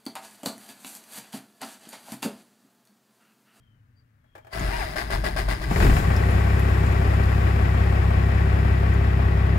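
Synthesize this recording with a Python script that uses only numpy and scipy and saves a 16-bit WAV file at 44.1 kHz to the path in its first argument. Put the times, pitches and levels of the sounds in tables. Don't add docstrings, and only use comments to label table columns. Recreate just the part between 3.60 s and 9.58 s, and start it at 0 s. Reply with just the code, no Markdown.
import sys
import numpy as np
from scipy import signal
from scipy.fft import rfft, irfft, next_fast_len
from scipy.io import wavfile
from scipy.ndimage import uniform_filter1d

SR = 44100
rng = np.random.default_rng(int(sys.argv[2]) if len(sys.argv) > 2 else 0)


def output_pcm(signal):
    pcm = np.clip(np.atleast_2d(signal).T, -1, 1) * 32767
    wavfile.write(sys.argv[1], SR, np.round(pcm).astype(np.int16))


N = 263718
T = np.arange(N) / SR

# t/s, level/dB
CATCH = [(2.108, -5), (2.16, 2), (2.203, 3.5), (2.225, 2), (2.245, -6), (2.266, 0.5), (2.297, 3.5),
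         (2.327, -5), (2.366, 2)]
# t/s, firing rate/Hz
IDLE = [(2.441, 32.63), (3.2, 33.04), (4.1, 33.0), (4.9, 33.155), (5.98, 33.162)]
# cab blow/dB, dash blow/dB, clatter/dB
CYLINDERS = [(3, 2, -2), (2.1, 3.5, -7), (3.5, -5.5, 0.5), (0, 3.5, 0), (5.5, -1, -3), (0, -5.5, -0.5)]
FIRE_S, IDLE_S = 2.11, IDLE[0][0]

def engine():
    rate_hz = np.interp(T, *np.transpose(IDLE))
    firings = np.cumsum(rate_hz * (T >= IDLE_S)) / SR
    count = np.floor(firings - 1e-9).astype(int)
    at = np.flatnonzero(np.diff(count)) + 1
    spread_db = np.array([.5, .7, 1.2]) * rng.standard_normal((len(at), 3))
    pulses = np.zeros((3, N))
    pulses[:, at] = amp(np.array(CYLINDERS)[count[at] % 6] + spread_db).T
    for s, db in CATCH:
        pulses[:, round(s * SR)] = amp(db)
    cab_blows, dash_blows, clatter_blows = pulses
    body = thump(cab_blows, dash_blows, idle_mean=dash_blows[at].mean())
    noise = combustion(clatter_blows, cycles=np.cumsum(rate_hz) / SR / 6)
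    return body + noise + valve_taps(firings) + bark()


# f/Hz, width/Hz, gain/dB
CAB_MODES = [(70.04, 13.2, -20.5), (99.84, 10.4, -26), (134.52, 1.9, -27.5), (174.4, 11.8, -33.5),
             (198, 7.1, -43.5), (235.8, 18, -44.5)]
DASH_MODES = [(372, 2.3, -42.5), (399.3, 2.85, -39.5)]
FLOOR_MODES = [(86, 7, -22), (181, 7, -31)]
THUMP_DB = -18.5

def thump(cab_blows, dash_blows, idle_mean):
    uneven = dash_blows - (dash_blows > 0) * idle_mean
    body = ring(cab_blows, CAB_MODES) + ring(dash_blows, DASH_MODES) + ring(uneven, FLOOR_MODES)
    return amp(THUMP_DB) * body


# f/Hz, relative density/dB
CLATTER_SPECTRUM = [(71, -29.5), (120, -4), (268, -17.5), (396, -16.5), (541, -24), (680, -22),
                    (975, -26.5), (1090, -25), (1250, -26.5), (1940, -26.5), (3170, -38), (6000, -53),
                    (7800, -75)]
HISS_SPECTRUM = [(2350, -7), (4000, -3.5), (5110, -3.5), (6140, -8.5), (7120, -3), (8600, -9), (10400, -7),
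                 (15700, -12)]
# f/Hz, width/Hz, boost/dB
PANELS = [(395, 40, 4.5), (684, 36, 5), (805, 16, 4), (1115, 45, 6), (1550, 55, 4.5), (1900, 150, 5),
          (2310, 40, 5.5), (2570, 70, 6), (5030, 110, 6), (6860, 130, 2)]
# t/s, clatter/dB, hiss/dB
FLARES = [(2.25, -26, -42.5), (2.38, -33, -45)]
CLATTER_DB, HISS_DB, KNOCK_DB = -30, -52, -24.5
CLATTER_FADE_DB_PER_S, HISS_FADE_DB_PER_S = 0.86, 2.5

def combustion(blows, cycles):
    flare_s, clatter_db, hiss_db = np.transpose(FLARES)
    clatter_gain = flare(flare_s, clatter_db, CLATTER_DB, CLATTER_FADE_DB_PER_S)
    hiss_gain = flare(flare_s, hiss_db, HISS_DB, HISS_FADE_DB_PER_S)
    bursts = decay(blows, tau_s=0.044)
    beat = (1.146 + bursts) / np.sqrt(uniform_filter1d((0.5 + bursts) ** 2, size=8000))
    clatter = clatter_gain * colour(beat * grit(0.37, cycles), CLATTER_SPECTRUM, PANELS[:-1])
    hiss = hiss_gain * colour((6.4 + beat) / 5 * grit(0.75), HISS_SPECTRUM, PANELS[-2:])
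    first_bursts = decay(blows * (T < IDLE_S), tau_s=0.01)
    knock = amp(KNOCK_DB) * colour(first_bursts * grit(2.0), CLATTER_SPECTRUM[2:], PANELS[:-1])
    running = swell(FIRE_S, 0, rise_db_per_s=280, fall_db_per_s=0)
    return knock + running * (clatter + hiss)


def flare(times_s, peaks_db, idle_db, fade_db_per_s, rise_db_per_s=54, fall_db_per_s=145):
    power = sum(swell(s, db, rise_db_per_s, fall_db_per_s) ** 2 for s, db in zip(times_s, peaks_db))
    idle = swell(times_s[-1], idle_db, rise_db_per_s, fade_db_per_s)
    return np.sqrt(power + idle ** 2)


# f/Hz, width/Hz, level/dB
BARK_MODES = [(203, 40, -18), (900, 200, -23)]

def bark():
    return strike(times_s=2.113, db=0, modes=BARK_MODES)


# place in cycle/firings, f/Hz, level/dB
TAPS = [(.3, 1920, -39), (.15, 1130, -41), (2.05, 695, -36), (5.45, 1550, -41)]
TAP_WIDTH_HZ = 30

def valve_taps(firings):
    out = np.zeros(N)
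    for place, hz, db in TAPS:
        times_s = T[np.flatnonzero(np.diff(np.floor((firings - place) / 6)))]
        tap_db = db - CLATTER_FADE_DB_PER_S * (times_s - FIRE_S) + 2.5 * rng.standard_normal(len(times_s))
        out += strike(times_s, tap_db, [(hz, TAP_WIDTH_HZ, 0)])
    return out


# f/Hz, width/Hz, level/dB
PINION_MODES = [(4570, 42, -40)]
ENGAGE_S, RELEASE_S = .933, 2.2

def starter():
    meshed = swell(ENGAGE_S, 0, rise_db_per_s=916, fall_db_per_s=0)
    meshed *= np.clip((RELEASE_S - T) / 0.011, 0, 1)
    load = meshed * swell(s=1.235, db=-39.5, rise_db_per_s=16, fall_db_per_s=260)
    return grind(meshed, load) + whine(load) + strike(ENGAGE_S, 0, PINION_MODES)


# t/s, level/dB, hold/s
STROKES = [(0.929, -42, 0.403), (1.358, -33, 0.057), (1.502, -32.5, 0.051), (1.639, -31.5, 0.036),
           (1.762, -31.5, 0.04), (1.883, -32.5, 0.046), (2.014, -39, 0.03)]
# f/Hz, relative density/dB
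GRIND_SPECTRUM = [(180, -25.5), (300, -10.5), (397, -2), (530, -18.5), (621, -1.5), (1020, -8.5),
                  (1150, -5), (1310, -12.5), (1680, -5), (1820, -7), (3090, -16.5), (4920, -16.5),
                  (5710, -24.5), (10700, -30), (15700, -30.5)]
# f/Hz, width/Hz, boost/dB
HOUSING = [(578, 34, 5), (1110, 30, -3), (1574, 73, 6.5), (1993, 100, 7.5), (5050, 97, 9), (10050, 2100, 7)]
# f/Hz, width/Hz, level re stroke/dB
CRUNCH_MODES = [(1653, 48, 3), (2030, 74, 0), (4950, 130, -13)]
# f/Hz, width/Hz, gain/dB
CLACK_MODES = [(627, 40, -3), (1120, 33, -10)]
DRAG_DB, LABOUR_GAIN_DB, CLACK_GAIN_DB, TOOTH_HZ = -43, 4, 5, 127
BITE_S, PEAK_DELAY_S, PEAK_WIDTH_S, LET_GO_S = 0.0036, .028, 0.0055, 0.015

def grind(meshed, load):
    power = (meshed * amp(DRAG_DB)) ** 2 + (load * amp(LABOUR_GAIN_DB)) ** 2
    clacks = np.zeros(N)
    for s, db, hold_s in STROKES:
        age_s = np.maximum(T - s, 0)
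        bite = np.minimum(age_s / BITE_S, 1)
        peak = 1 + np.exp(-((age_s - PEAK_DELAY_S) / PEAK_WIDTH_S) ** 2)
        let_go = np.exp(-np.maximum(age_s - hold_s, 0) / LET_GO_S)
        power += amp(db) ** 2 * bite * peak * let_go
        clacks[round(s * SR)] = amp(db + CLACK_GAIN_DB) / CLACK_MODES[0][1]
    teeth = np.cumsum(TOOTH_HZ * flutter(4.1, 400)) / SR
    tooth_pulses = unit_rms(.6 + np.exp(-(teeth % 1) / .35))
    grinding = colour(np.sqrt(power) * tooth_pulses * grit(0.26), GRIND_SPECTRUM, HOUSING)
    stroke_s, stroke_db, _ = np.transpose(STROKES)
    crunch = strike(stroke_s + PEAK_DELAY_S, stroke_db, CRUNCH_MODES)
    return grinding + ring(clacks, CLACK_MODES) + crunch


# frequency ratio, level/dB
WHINE_PARTIALS = [(1, 0), (2, -6), (2.55, -6), (3, -8)]
WHINE_HZ, SAG_HZ_PER_S = 672, 140
RACE_RISE_HZ, RACE_S, RACE_WIDTH_S = 318, 1.165, .06

def whine(load):
    sag_hz = SAG_HZ_PER_S * np.clip(T - ENGAGE_S, 0, 1)
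    race_hz = RACE_RISE_HZ * np.exp(-abs((T - RACE_S) / RACE_WIDTH_S) ** 3)
    gain = load * flutter(9, 500, (2, N))
    cycles = np.cumsum((WHINE_HZ - sag_hz + race_hz) * flutter(0.18, 300)) / SR
    return gain * sum(amp(db) * np.sin(2 * np.pi * ratio * cycles) for ratio, db in WHINE_PARTIALS)


# t/s, level/dB
LURCHES = [(1.085, -24), (1.58, -25.5), (1.88, -26.5), (2.27, -15)]
# t/s, level/dB
RUMBLE_LEVELS = [(.94, -40), (1.01, -24.5), (1.17, -35.5), (1.33, -36), (1.58, -30), (2.2, -30.5),
                 (2.27, -13.5), (2.45, -31), (2.62, -42)]
# f/Hz, relative density/dB
RUMBLE_SPECTRUM = [(60, -0.5), (86, -5), (146, -6), (215, -15.5), (318, -18.5), (420, -26.5), (550, -45),
                   (920, -120)]
ROCK_HZ = 49.4

def block():
    lurch = (T > ENGAGE_S) * sum(swell(s, db, rise_db_per_s=84, fall_db_per_s=88) for s, db in LURCHES)
    drift_rad = np.cumsum(0.015 * rng.standard_normal(N))
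    rocking = lurch * np.sqrt(2) * np.sin(2 * np.pi * ROCK_HZ * T + drift_rad)
    s, db = np.transpose(RUMBLE_LEVELS)
    gate = np.clip(np.minimum(T - s[0], s[-1] - T) / .01, 0, 1)
    rumble = amp(np.interp(T, s, db)) * colour(rng.standard_normal((2, N)), RUMBLE_SPECTRUM)
    return rocking + gate * rumble


# t/s, level/dB
CLICKS = [(0.639, -64.5), (0.751, -41), (0.777, -50.5), (0.845, -54), (0.867, -48), (0.914, -60.5)]
# f/Hz, relative density/dB
LOCK_SPECTRUM = [(180, -45), (300, -10.5), (627, -11.5), (1730, -15.5), (3920, -30.5), (10300, -36.5)]
# f/Hz, width/Hz, boost/dB
LOCK_MODES = [(636, 90, 12), (845, 66, 8), (1710, 180, 8), (2350, 74, 9)]

def key_clicks():
    scrape = np.zeros(N)
    for s, db in CLICKS:
        age_s = np.maximum(T - s, 0)
        tail = np.exp(-age_s / 0.0098) + 0.18 * np.exp(-age_s / 0.043)
        scrape += amp(db) * np.minimum(age_s / 0.0041, 1) * tail
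    return colour(scrape * grit(1.0), LOCK_SPECTRUM, LOCK_MODES)


# t/s, level/dB, f/Hz
JINGLES = [(0.993, -40, 6800), (2.385, -42, 7240), (2.562, -34, 5220), (2.705, -44, 10400),
           (2.992, -38.5, 11300), (3.261, -45, 7160), (3.634, -41, 4750), (5.335, -45.5, 6900)]
JINGLE_T60_S = .06

def key_jingles():
    out, t = np.zeros((2, N + SR)), T[:SR // 8]
    for s, db, hz in JINGLES:
        rattle = rng.standard_normal((2, len(t)))
        ping = (.6 + 5 * uniform_filter1d(rattle, size=40)) * np.sin(2 * np.pi * hz * t)
        envelope = amp(db - 60 * t / JINGLE_T60_S) * np.minimum(t / .003, 1)
        start = round(s * SR)
        out[:, start:start + len(t)] += envelope * (ping + .55 * rattle)
    return out[:, :N]


# t/s, length/s, start f/Hz, end f/Hz, level/dB
WHISTLES = [(-.2, 0.46, 3320, 2840, -77.5), (0.336, .11, 4700, 4570, -76), (0.566, 0.45, 3320, 3000, -76)]

def birds():
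    out = np.zeros((2, N))
    for s, length_s, from_hz, to_hz, db in WHISTLES:
        progress = np.clip((T - s) / length_s, 0, 1)
        hz = from_hz + (to_hz - from_hz) * progress ** 1.9
        envelope = amp(db) * abs(np.sin(np.pi * progress ** 1.1)) ** 1.8
        out += envelope * flutter(16, 250, (2, N)) * np.sin(2 * np.pi * np.cumsum(hz) / SR)
    return out


# f/Hz, relative density/dB
HUM_SPECTRUM = [(25, -5), (60, -6), (119, 4.5), (160, -14.5), (260, -11), (330, -26), (900, -32.5),
                (1700, -26), (3500, -42.5), (8100, -48), (15500, -47)]
HUM_DB = -60

def outdoor_hum():
    return amp(HUM_DB) * colour(rng.standard_normal((2, N)), HUM_SPECTRUM)


def amp(db):
    return 10 ** (np.asarray(db) / 20)


def unit_rms(x):
    return x / np.sqrt(np.mean(x ** 2) + 1e-20)


def log_interp(points, hz):
    f, value = np.transpose(points)
    return np.interp(np.log(hz + 1), np.log(f + 1), value)


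def swell(s, db, rise_db_per_s, fall_db_per_s):
    return amp(db - np.where(T < s, rise_db_per_s * (s - T), fall_db_per_s * (T - s)))


def decay(blows, tau_s):
    return signal.lfilter([1], [1, -np.exp(-1 / (tau_s * SR))], blows)


def flutter(scale, window_samples, shape=N):
    return 1 + scale * uniform_filter1d(rng.standard_normal(shape), size=window_samples)


def grit(grain_db, cycles=None, repeat_share=.55):
    grain = np.repeat(rng.standard_normal(N // 44 + 1), 44)[:N]
    noise = rng.standard_normal((2, N)) * amp(grain_db * grain)
    if cycles is not None:
        repeating = noise[:, (cycles % 1 * 8000).astype(int)]
        noise = np.sqrt(repeat_share) * repeating + np.sqrt(1 - repeat_share) * noise
    return unit_rms(noise)


def colour(x, spectrum, peaks=()):
    hz = abs(np.fft.fftfreq(16384, 1 / SR))
    boost_db = sum(db / (1 + (2 * (hz - f) / width) ** 2) for f, width, db in peaks)
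    log_gain = np.log(amp(log_interp(spectrum, hz) + boost_db))
    taps = np.fft.ifft(np.exp(np.conj(signal.hilbert(log_gain)))).real[:8192]
    return signal.oaconvolve(x, taps[None] / np.linalg.norm(taps), axes=1)[:, :N]


def ring(blows, modes):
    t = T[:SR // 3]
    body = sum(-(-1) ** k * amp(db) * width * np.exp(-np.pi * width * t) * np.sin(2 * np.pi * hz * t)
               for k, (hz, width, db) in enumerate(modes))
    return signal.oaconvolve(blows, body)[:N]


def strike(times_s, db, modes):
    blows = np.zeros(N)
    blows[np.round(np.asarray(times_s) * SR).astype(int)] = amp(db)
    return ring(blows, [(hz, width, level - 20 * np.log10(width)) for hz, width, level in modes])


# f/Hz, coherence/0-1
PORT_COHERENCE = [(60, 1), (200, .98), (250, 0.84), (500, 0.63), (4000, 0), (8000, 0.72)]
# f/Hz, left lead/rad
PORT_LEAD = [(0, 0), (110, .17), (430, .7), (690, 3.9), (1030, 2.6), (1810, 4.5), (2070, 6.3), (2500, 5.2),
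             (3300, 7.9), (4650, 6.5), (7800, 7.6), (9800, 6.4)]
# f/Hz, left minus right/dB
PORT_BALANCE = [(60, 2), (200, 4), (380, 2), (700, 5), (1290, 6), (4400, 10), (9000, 5.5), (15000, -3)]

def scene():
    mix = outdoor_hum() + birds() + key_jingles() + key_clicks() + starter() + block() + engine()
    size = next_fast_len(N)
    hz = np.fft.rfftfreq(size, 1 / SR)
    first, second = rfft(mix, size)
    coherence = np.clip(log_interp(PORT_COHERENCE, hz), 0, 1)
    left = amp(log_interp(PORT_BALANCE, hz) / 2)
    right_shared = coherence * np.exp(-1j * log_interp(PORT_LEAD, hz)) / left
    right_own = np.sqrt(1 - coherence ** 2) / left
    mid_gain = np.sqrt(abs(left + right_shared) ** 2 + right_own ** 2) / 2
    ports = np.array([left * first, right_shared * first + right_own * second])
    return irfft(ports / mid_gain, size)[:, :N]


LOW_CUT_HZ, HIGH_CUT_HZ = 28, 15800

def record(dry):
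    thin = signal.sosfilt(signal.butter(2, LOW_CUT_HZ, "high", fs=SR, output="sos"), dry)
    lowpass = signal.firwin(1023, HIGH_CUT_HZ, window=("kaiser", 9), fs=SR)
    return signal.oaconvolve(thin, lowpass[None], "same")


dry = scene()
out = record(dry)
output_pcm(out)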